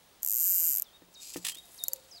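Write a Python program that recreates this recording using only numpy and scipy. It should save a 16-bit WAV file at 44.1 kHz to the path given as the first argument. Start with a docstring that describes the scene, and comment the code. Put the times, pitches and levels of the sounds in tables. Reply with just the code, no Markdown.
"""Lawn: an angler pulls line off a click-and-pawl fly reel; the ratchet speeds up, buzzes and slows.
Reel: one pawl strike per tooth, rung through the pawl's colour, with friction drag and spool whirr; single
clicks follow, one faint and three clear. Line rub, sleeve and rattles are shaped grainy noise; bumps ring rod modes.
Behind: a small bird's gliding whistles, a far bird's wavering hoots, a faint diffuse echo and quiet air with a whine."""
import sys
import numpy as np
from scipy import signal
from scipy.fft import rfft, irfft
from scipy.io import wavfile
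from scipy.ndimage import uniform_filter1d

SR = 44100
rng = np.random.default_rng(int(sys.argv[2]) if len(sys.argv) > 2 else 0)


def file_out(sig):
    """Save sig as 16-bit WAV at sys.argv[1]."""
    # one column per channel
    cols = np.atleast_2d(sig).T
    # limit, then scale
    lim = np.clip(cols, -1, 1)
    pcm = np.round(lim * 32767).astype(np.int16)
    wavfile.write(sys.argv[1], SR, pcm)


N = 97020

# spool speed: t/s, rate/(teeth/s)
SPOOL_SPEED = [(0.222, 46.5), (0.29, 94.2), (0.345, 119.9), (0.375, 120.2), (0.42, 169.6), (0.485, 193.9),
               (0.535, 176.5), (0.575, 185.6), (0.612, 158.2), (0.645, 176.9), (0.7, 147.7), (0.785, 79.5),
               (0.81, 39.2), (0.83, 19.8)]
# lone pawl clicks: t/s, relative level/dB
LONE_CLICKS = [(.8132, -18), (1.8382, 4), (1.8829, 3), (1.9336, 3)]
# pawl ring, spool paying out: f/Hz, relative level/dB
PAWL_OUT_COLOUR = [(300, -47.5), (3600, -35.5), (4700, -23.5), (6200, -11), (7400, -3.5), (8200, -9.5),
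                   (8800, -5), (9600, -13), (11200, -8.5), (12100, 1), (12700, 4), (13700, 3), (14700, -24),
                   (15400, -7), (16400, -16.5), (17000, -39)]
# pawl ring, spool turning back: f/Hz, relative level/dB
PAWL_BACK_COLOUR = [(300, -27), (3000, -45), (5300, -11), (6200, -12.5), (7200, -0.5), (8200, -13),
                    (10500, -12.5), (12000, 3), (12600, -9), (13400, 4), (14600, -21), (15900, -7),
                    (18000, -33)]
# spool body: f/Hz, relative level/dB
WHIRR_COLOUR = [(150, -23), (500, -20), (950, -23), (1400, 1), (1800, -2.5), (2250, 7), (2600, -0.5),
                (3000, 3), (3700, -28), (4700, 9), (7000, -29.5)]
# quick line slide through the rings: t/s, level/dB
SLIDE_LEVEL = [(1.11, -70), (1.18, -64), (1.22, -47.5), (1.29, -46.5), (1.345, -47), (1.38, -46.5),
               (1.40, -57.5), (1.44, -54.5), (1.51, -43.5), (1.54, -61), (1.62, -65.5)]
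# its spectrum: f/Hz, relative level/dB
SLIDE_SPECTRUM = [(880, -59), (1500, -27), (1560, -50), (1730, -32), (2430, -8), (3350, -11.5),
                  (4660, -1.5), (5990, -6), (7770, 1.5), (8950, -10), (12200, -7), (14800, -22),
                  (16500, -20.5)]
# gentle line slide: t/s, level/dB
CREEP_LEVEL = [(1.58, -66), (1.66, -61.5), (1.76, -56), (1.82, -57), (1.9, -58), (1.98, -68), (2.04, -73),
               (2.2, -74)]
# its spectrum: f/Hz, relative level/dB
CREEP_SPECTRUM = [(1180, -31), (2000, -2), (2410, -18), (2620, -11), (3990, -11.5), (11600, 4.5),
                  (17000, -20)]
# rattles and ticks of line and reel on the rod: t/s, level/dB, decay/s, brightness/(0-1)
RATTLE_EVENTS = [(1.13, -61, 0.0017, 0.8), (1.141, -53, .002, 1), (1.344, -39.5, 0.0057, 0.3),
                 (1.3675, -37, 0.007, 0.77), (1.4497, -29, 0.01, 0), (1.4675, -28.5, 0.0077, 0.1),
                 (1.486, -25.5, 0.003, 0.05), (1.497, -31.5, 0.0047, 0.33), (1.52, -39, 0.0042, 0.25),
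                 (1.548, -42, .003, 0.57), (1.554, -42.5, 0.0036, 0.25), (1.572, -46.5, 0.0035, 0.4),
                 (1.585, -44.5, 0.0027, 0.8), (1.7445, -49, 0.00069, 1), (1.962, -46, .004, 0.73)]
# scrape spectrum: f/Hz, relative level/dB
SCRAPE_COLOUR = [(290, -56), (500, -21.5), (826, -19.5), (902, -10), (1400, -13.5), (1580, -18),
                 (1800, 0.5), (2120, -6.5), (2850, 1), (5880, -5.5), (8750, -1.5), (11600, -4.5),
                 (13000, -19), (16000, -8.5), (17000, -21)]
# ringing reel metal: f/Hz, relative level/dB, t60/s
METAL_MODES = [(1860, -31, .05), (2860, -29, .045), (3080, -32, .04), (4330, -30, .04), (8040, -27, .03)]
# hand bumps on the rod: t/s, relative level/dB
HAND_BUMPS = [(1.021, -18), (1.358, -11.5), (1.3605, 0.5), (1.3745, -12), (1.565, -24.5)]
# rod modes: f/Hz, relative level/dB, t60/s
ROD_MODES = [(123, -52, 0.11), (293, -32, 0.06), (341, -41, 0.11), (473, -42.5, 0.11), (500, -56, 0.14),
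             (680, -75, 0.09), (880, -55, 0.18), (1240, -55, 0.12), (1800, -43, 0.048)]
# coat sleeve rustle: t/s, level/dB
SLEEVE_LEVEL = [(.55, -79), (.72, -70), (.8, -82), (1.02, -80), (1.07, -71), (1.16, -77), (1.33, -76),
                (1.40, -63), (1.47, -64), (1.53, -74), (1.7, -78)]
# its spectrum: f/Hz, relative level/dB
SLEEVE_SPECTRUM = [(30, -16), (90, 1.5), (170, -7), (280, 1.5), (550, -3), (900, -3.5), (1500, -19),
                   (4000, -32)]
# part reaching the two sides out of step: f/Hz, relative level/dB
WIDTH_GAIN = [(100, 8), (350, 3), (1000, -36), (3000, -1), (7000, -1.5), (9500, 5.5), (12000, -22)]
# small bird: t/s, length/s, opening f/Hz, held f/Hz, closing f/Hz, level/dB
CHIRP_NOTES = [(0.838, 0.058, 6300, 3480, 3070, -62), (0.928, 0.047, 3640, 3730, 3670, -63.5),
               (1.142, 0.065, 6900, 3725, 3790, -54.5), (1.505, 0.058, 3300, 3186, 3390, -54),
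               (1.565, 0.0393, 3600, 3767, 3750, -51.5), (1.777, 0.077, 6600, 3693, 3850, -49.5),
               (1.85, .034, 3900, 4440, 3850, -55), (1.914, 0.025, 4750, 4400, 3930, -56),
               (2.108, 0.081, 6600, 4920, 3520, -52)]
# far bird: t/s, length/s, f/Hz, level/dB
HOOT_NOTES = [(1.62, .1, 690, -73), (1.80, .085, 705, -68), (1.86, .14, 925, -69),
              (1.882, .122, 528, -56.5), (2.14, .08, 690, -67)]
# outdoor air: f/Hz, relative level/dB
AIR_COLOUR = [(15, -28), (25, -5), (204, -8), (269, -10.5), (404, -8.5), (643, -8), (868, -9.5),
              (2380, -14.5), (3690, -12), (5120, -15.5), (14400, -21), (15700, -24), (17000, -47)]
# bright ticks: f/Hz, relative level/dB
TICK_COLOUR = [(1500, -27), (3000, -6), (7000, 0), (13000, -2), (16000, -1), (17000, -31)]

FIRST_TOOTH = .54  # starting phase, fraction of a tooth
RATCHET_DB, CLICK_SCATTER_DB, TOOTH_JITTER_S = 2.4, .4, .00003
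REBOUND_S, REBOUND_DB = .0002204, -2.5
CHATTER_DB, CHATTER_S, FRAME_DB, FRAME_S = -15, .0009, -16, .006
DRAG_DB, DRAG_LAW, DRAG_FLUTTER_DB, DRAG_FLUTTER_HZ = -33.5, 1.1, 2.6, 1100
WHIRR_DB, WHIRR_GROWTH_DB_PER_S = -62.0206, 14.5  # at full speed, mean tooth time
SLIDE_RING_HZ, SLIDE_RISE_HZ_PER_S, SLIDE_RING_DB = 4460, 19000, -17  # level relative to the rub
RATTLE_RISE_S = .002
ROD_HUM_HZ, ROD_HUM_DB, ROD_HUM_T60_S = 178, -41, .38
CHIRP_DROP_S, CHIRP_FADE_S = .0105, .0057
HOOT_FADE_S, HOOT_WAVER = .015, .02  # waver: fraction of pitch, rms
LAWN_T60_S, LAWN_NEAR_DB, LAWN_FAR_DB = .63, -39, -7.5
AIR_DB, WHINE_HZ, WHINE_DB = -62.5, 15625, -72
SIDE_DB, TOP_HZ = -21, 17800
LEFT_RIGHT = np.array([[1], [-1]])


def undb(db):
    """dB to amplitude ratio."""
    return 10 ** (np.asarray(db) / 20)


def clock():
    """Time of every sample, s."""
    return np.arange(N) / SR


def unit(x):
    """Scale to rms 1."""
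    return x / np.sqrt(np.mean(x ** 2))


def ring(x, response):
    """Pass a sound through an impulse response."""
    return signal.fftconvolve(x, response)[:N]


def colour(points, size=4096):
    """Minimum-phase response of unit energy with a (f/Hz, level/dB) spectrum."""
    hz, db = np.array(sorted(points)).T
    f = np.maximum(np.arange(size // 2 + 1) * SR / size, 1)
    cep = irfft(np.log(undb(np.interp(np.log(f), np.log(hz), db))))
    # folded cepstrum makes the response causal
    cep[1:size // 2] *= 2
    cep[size // 2 + 1:] = 0
    h = irfft(np.exp(rfft(cep)))
    return h / np.sqrt(np.sum(h ** 2))


def zero_phase(points, size=64):
    """Short symmetric response with a (f/Hz, level/dB) gain."""
    hz, db = np.array(sorted(points)).T
    gain = undb(np.interp(np.arange(size // 2 + 1) * SR / size, hz, db))
    return np.roll(irfft(gain), size // 2)[1:]


def modes(table):
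    """Sum of exponentially decaying modes."""
    t = clock()[:N // 2]
    return sum(undb(db) * np.cos(2 * np.pi * hz * t) * np.exp(-np.log(1000) * t / t60)
               for hz, db, t60 in table)


def tail(decay_s):
    """Exponentially dying noise of unit energy."""
    t = clock()[:int(10 * decay_s * SR) + 2]
    h = rng.standard_normal(len(t)) * np.exp(-t / decay_s)
    return h / np.sqrt(np.sum(h ** 2))


def strikes(rows):
    """One impulse per (t/s, level/dB)."""
    out = np.zeros(N)
    for s, db in rows:
        out[int(np.clip(s * SR, 0, N - 1))] += undb(db)
    return out


def walk(rate_hz):
    """Smoothed random steps, rms 1."""
    k = int(SR / rate_hz)
    steps = np.repeat(rng.standard_normal(N // k + 1), k)
    return unit(uniform_filter1d(steps, k)[:N])


def grit(points, grain_db):
    """Friction: dense slips of uneven size with the given spectrum, rms 1."""
    slip_db = grain_db * np.minimum(rng.exponential(size=N), 2 * np.pi)
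    slips = rng.standard_normal(N) * undb(slip_db)
    return unit(ring(slips, colour(points)))


def tone(hz):
    """Sine of rms 1 following a pitch curve."""
    return np.sqrt(2) * np.sin(2 * np.pi * np.cumsum(hz) / SR)


def note(u, length_s, fade_s):
    """Rounded attack, hold and release."""
    return np.sin(np.pi / 2 * np.clip(np.minimum(u, length_s - u) / fade_s, 0, 1))


def place(x, pan_db):
    """Lean a sound to the left (positive) or right."""
    return x * undb(LEFT_RIGHT * pan_db / 2)


def pawl(hits, points):
    """The pawl snaps onto a tooth, rebounds, chatters briefly and rings the reel frame."""
    t = clock()[:N // 20]
    power = ring(hits ** 2, np.exp(-2 * t / CHATTER_S)) * 2 / (CHATTER_S * SR)
    chatter = undb(CHATTER_DB) * np.sqrt(np.abs(power)) * rng.standard_normal(N)
    # all-pass rebound: spreads the snap in time, keeps its colour
    f = np.arange(N // 2 + 1) * SR / N
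    lag, g = np.exp(-2j * np.pi * f * REBOUND_S), undb(REBOUND_DB)
    snap = irfft(rfft(hits) * (g + lag) / (1 + g * lag), N) + chatter
    frame = undb(FRAME_DB) * ring(snap, tail(FRAME_S))
    return ring(snap + frame, colour(points)) / 2


def ratchet(teeth_s):
    """One pawl strike per tooth, with slight scatter in time and level."""
    jitter, scatter = rng.standard_normal((2, len(teeth_s)))
    return strikes(zip(teeth_s + TOOTH_JITTER_S * jitter, RATCHET_DB + CLICK_SCATTER_DB * scatter))


def pawl_drag(turn, effort):
    """The pawl rubs over each tooth, lightens towards its tip and drags harder with speed."""
    contact = 1 - .6 * (turn % 1) ** 2
    flutter = undb(DRAG_FLUTTER_DB * walk(DRAG_FLUTTER_HZ))
    return undb(DRAG_DB) * contact * effort ** DRAG_LAW * flutter * grit(PAWL_OUT_COLOUR, grain_db=2.8)


def spool_whirr(hits, teeth_s, effort):
    """Tooth strikes and speed-driven noise ring the spool body; level grows with time and speed."""
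    body = ring(hits, tail(.0058)) + .028 * effort * rng.standard_normal(N)
    level_db = WHIRR_DB + WHIRR_GROWTH_DB_PER_S * (clock() - teeth_s.mean())
    return undb(level_db) * np.sqrt(effort) * unit(ring(body, colour(WHIRR_COLOUR)))


def reel():
    """Spool speed, integrated, times the teeth and drives clicks, drag and whirr; lone clicks are added."""
    t = clock()
    speed = np.interp(t, *np.array(SPOOL_SPEED).T, left=0, right=0)
    effort = speed / speed.max()
    turn = FIRST_TOOTH + np.cumsum(speed) / SR  # in teeth
    teeth_s = t[1:][np.diff(np.floor(turn)) > 0]
    hits = ratchet(teeth_s)
    paying_out = pawl(hits, PAWL_OUT_COLOUR) + pawl_drag(turn, effort) + spool_whirr(hits, teeth_s, effort)
    return paying_out + pawl(strikes(LONE_CLICKS), PAWL_BACK_COLOUR)


def rub(curve, points, flutter_db):
    """Uneven friction of line in the rod rings, or of cloth."""
    db = np.interp(clock(), *np.array(curve).T, left=-np.inf)
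    return undb(db + flutter_db * walk(120)) * grit(points, grain_db=4.2)


def singing_line():
    """A rough band of the rub that climbs for 0.13 s as the line speeds up, then holds its pitch."""
    t = clock()
    hz = SLIDE_RING_HZ + SLIDE_RISE_HZ_PER_S * np.clip(t - 1.2, 0, .13)
    db = np.interp(t, *np.array(SLIDE_LEVEL).T, left=-np.inf, right=-np.inf) + SLIDE_RING_DB
    return undb(db) * walk(1800) * tone(hz)


def sliding_line():
    """Line rubs the rod rings, first quickly and singing, then gently."""
    quick = rub(SLIDE_LEVEL, SLIDE_SPECTRUM, flutter_db=1.0)
    gentle = rub(CREEP_LEVEL, CREEP_SPECTRUM, flutter_db=1.2)
    return quick + gentle + singing_line()


def rattles():
    """Short friction bursts; brightness shifts power from scrapes, which ring the reel metal, to ticks."""
    t = clock()
    rows = np.array(RATTLE_EVENTS)
    power = []
    for s, db, decay_s, _ in rows:
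        fall = np.maximum((s - t) / RATTLE_RISE_S, (t - s) / decay_s)
        power.append((undb(db) * np.exp(-fall)) ** 2)
    power = np.array(power)
    bright = np.clip(rows[:, 3], 0, 1)
    scrape = np.sqrt((1 - bright) @ power) * grit(SCRAPE_COLOUR, grain_db=1.5)
    ticks = np.sqrt(bright @ power) * grit(TICK_COLOUR, grain_db=5.0)
    return scrape + ring(scrape, modes(METAL_MODES)) / 10 + ticks


def bumps():
    """The soft hand knocks the rod, which rings low; one deep mode swells and hums on."""
    swell = 1 - np.exp(-clock()[:N // 2] / .0079)
    hum = modes([(ROD_HUM_HZ, ROD_HUM_DB, ROD_HUM_T60_S)]) * swell
    knock = ring(strikes(HAND_BUMPS), modes(ROD_MODES) + hum)
    return signal.sosfilt(signal.butter(2, 2200, fs=SR, output="sos"), knock)


def sleeve():
    """Soft, uneven cloth friction of the coat sleeve."""
    return rub(SLEEVE_LEVEL, SLEEVE_SPECTRUM, flutter_db=5.5)


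def small_bird():
    """Whistles that glide to a held pitch and bend towards the end."""
    out = np.zeros(N)
    for s, length_s, opening, held, closing, db in CHIRP_NOTES:
        u = np.clip(clock() - s, 0, length_s)
        glide = (opening - held) * np.exp(-(u / CHIRP_DROP_S) ** 2)
        bend = (closing - held) * np.maximum(2 * u / length_s - 1, 0) ** 2
        hz = (held + glide + bend) * (1 + .0067 * walk(120))
        out += undb(db + 2.1 * walk(150)) * note(u, length_s, CHIRP_FADE_S) * tone(hz)
    return out


def far_bird():
    """Soft sine hoots with random waver in pitch and level."""
    out = np.zeros(N)
    for s, length_s, hz, db in HOOT_NOTES:
        wavering_hz = hz * (1 + HOOT_WAVER * walk(120))
        out += undb(db + 1.5 * walk(90)) * note(clock() - s, length_s, HOOT_FADE_S) * tone(wavering_hz)
    return out


def echo(near, far):
    """Faint diffuse return from the trees: exponentially decaying noise."""
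    send = undb(LAWN_NEAR_DB) * near.mean(0) + undb(LAWN_FAR_DB) * far
    return ring(send, tail(LAWN_T60_S / np.log(1000)))


def air():
    """Quiet outdoor air, nearly the same on both sides, and a faint electronic whine."""
    mid, side = (undb(AIR_DB + .8 * walk(6)) * grit(AIR_COLOUR, grain_db=0) for _ in range(2))
    whine = undb(WHINE_DB) * np.sqrt(2) * np.sin(2 * np.pi * WHINE_HZ * clock())
    return mid + whine + undb(-17.5) * side * LEFT_RIGHT


def stereo_width(near):
    """Quarter-cycle-shifted copy of the near sound, opposite in sign on the two sides."""
    shifted = signal.hilbert(near.mean(0)).imag
    return undb(SIDE_DB) * np.convolve(shifted, zero_phase(WIDTH_GAIN), "same") * LEFT_RIGHT


def scene():
    """Tackle close by, birds far off, echo and air behind."""
    near = reel() + place(sliding_line(), pan_db=1.5)
    near = near + place(rattles(), pan_db=-2.0) + place(bumps() + sleeve(), pan_db=2.0)
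    far = small_bird() + far_bird()
    return near + stereo_width(near) + far + echo(near, far) + air()


def record(dry):
    """Steep low-pass cuts the very top."""
    return signal.sosfilt(signal.ellip(10, .1, 80, TOP_HZ, fs=SR, output="sos"), dry)


dry = scene()
out = record(dry)
file_out(out)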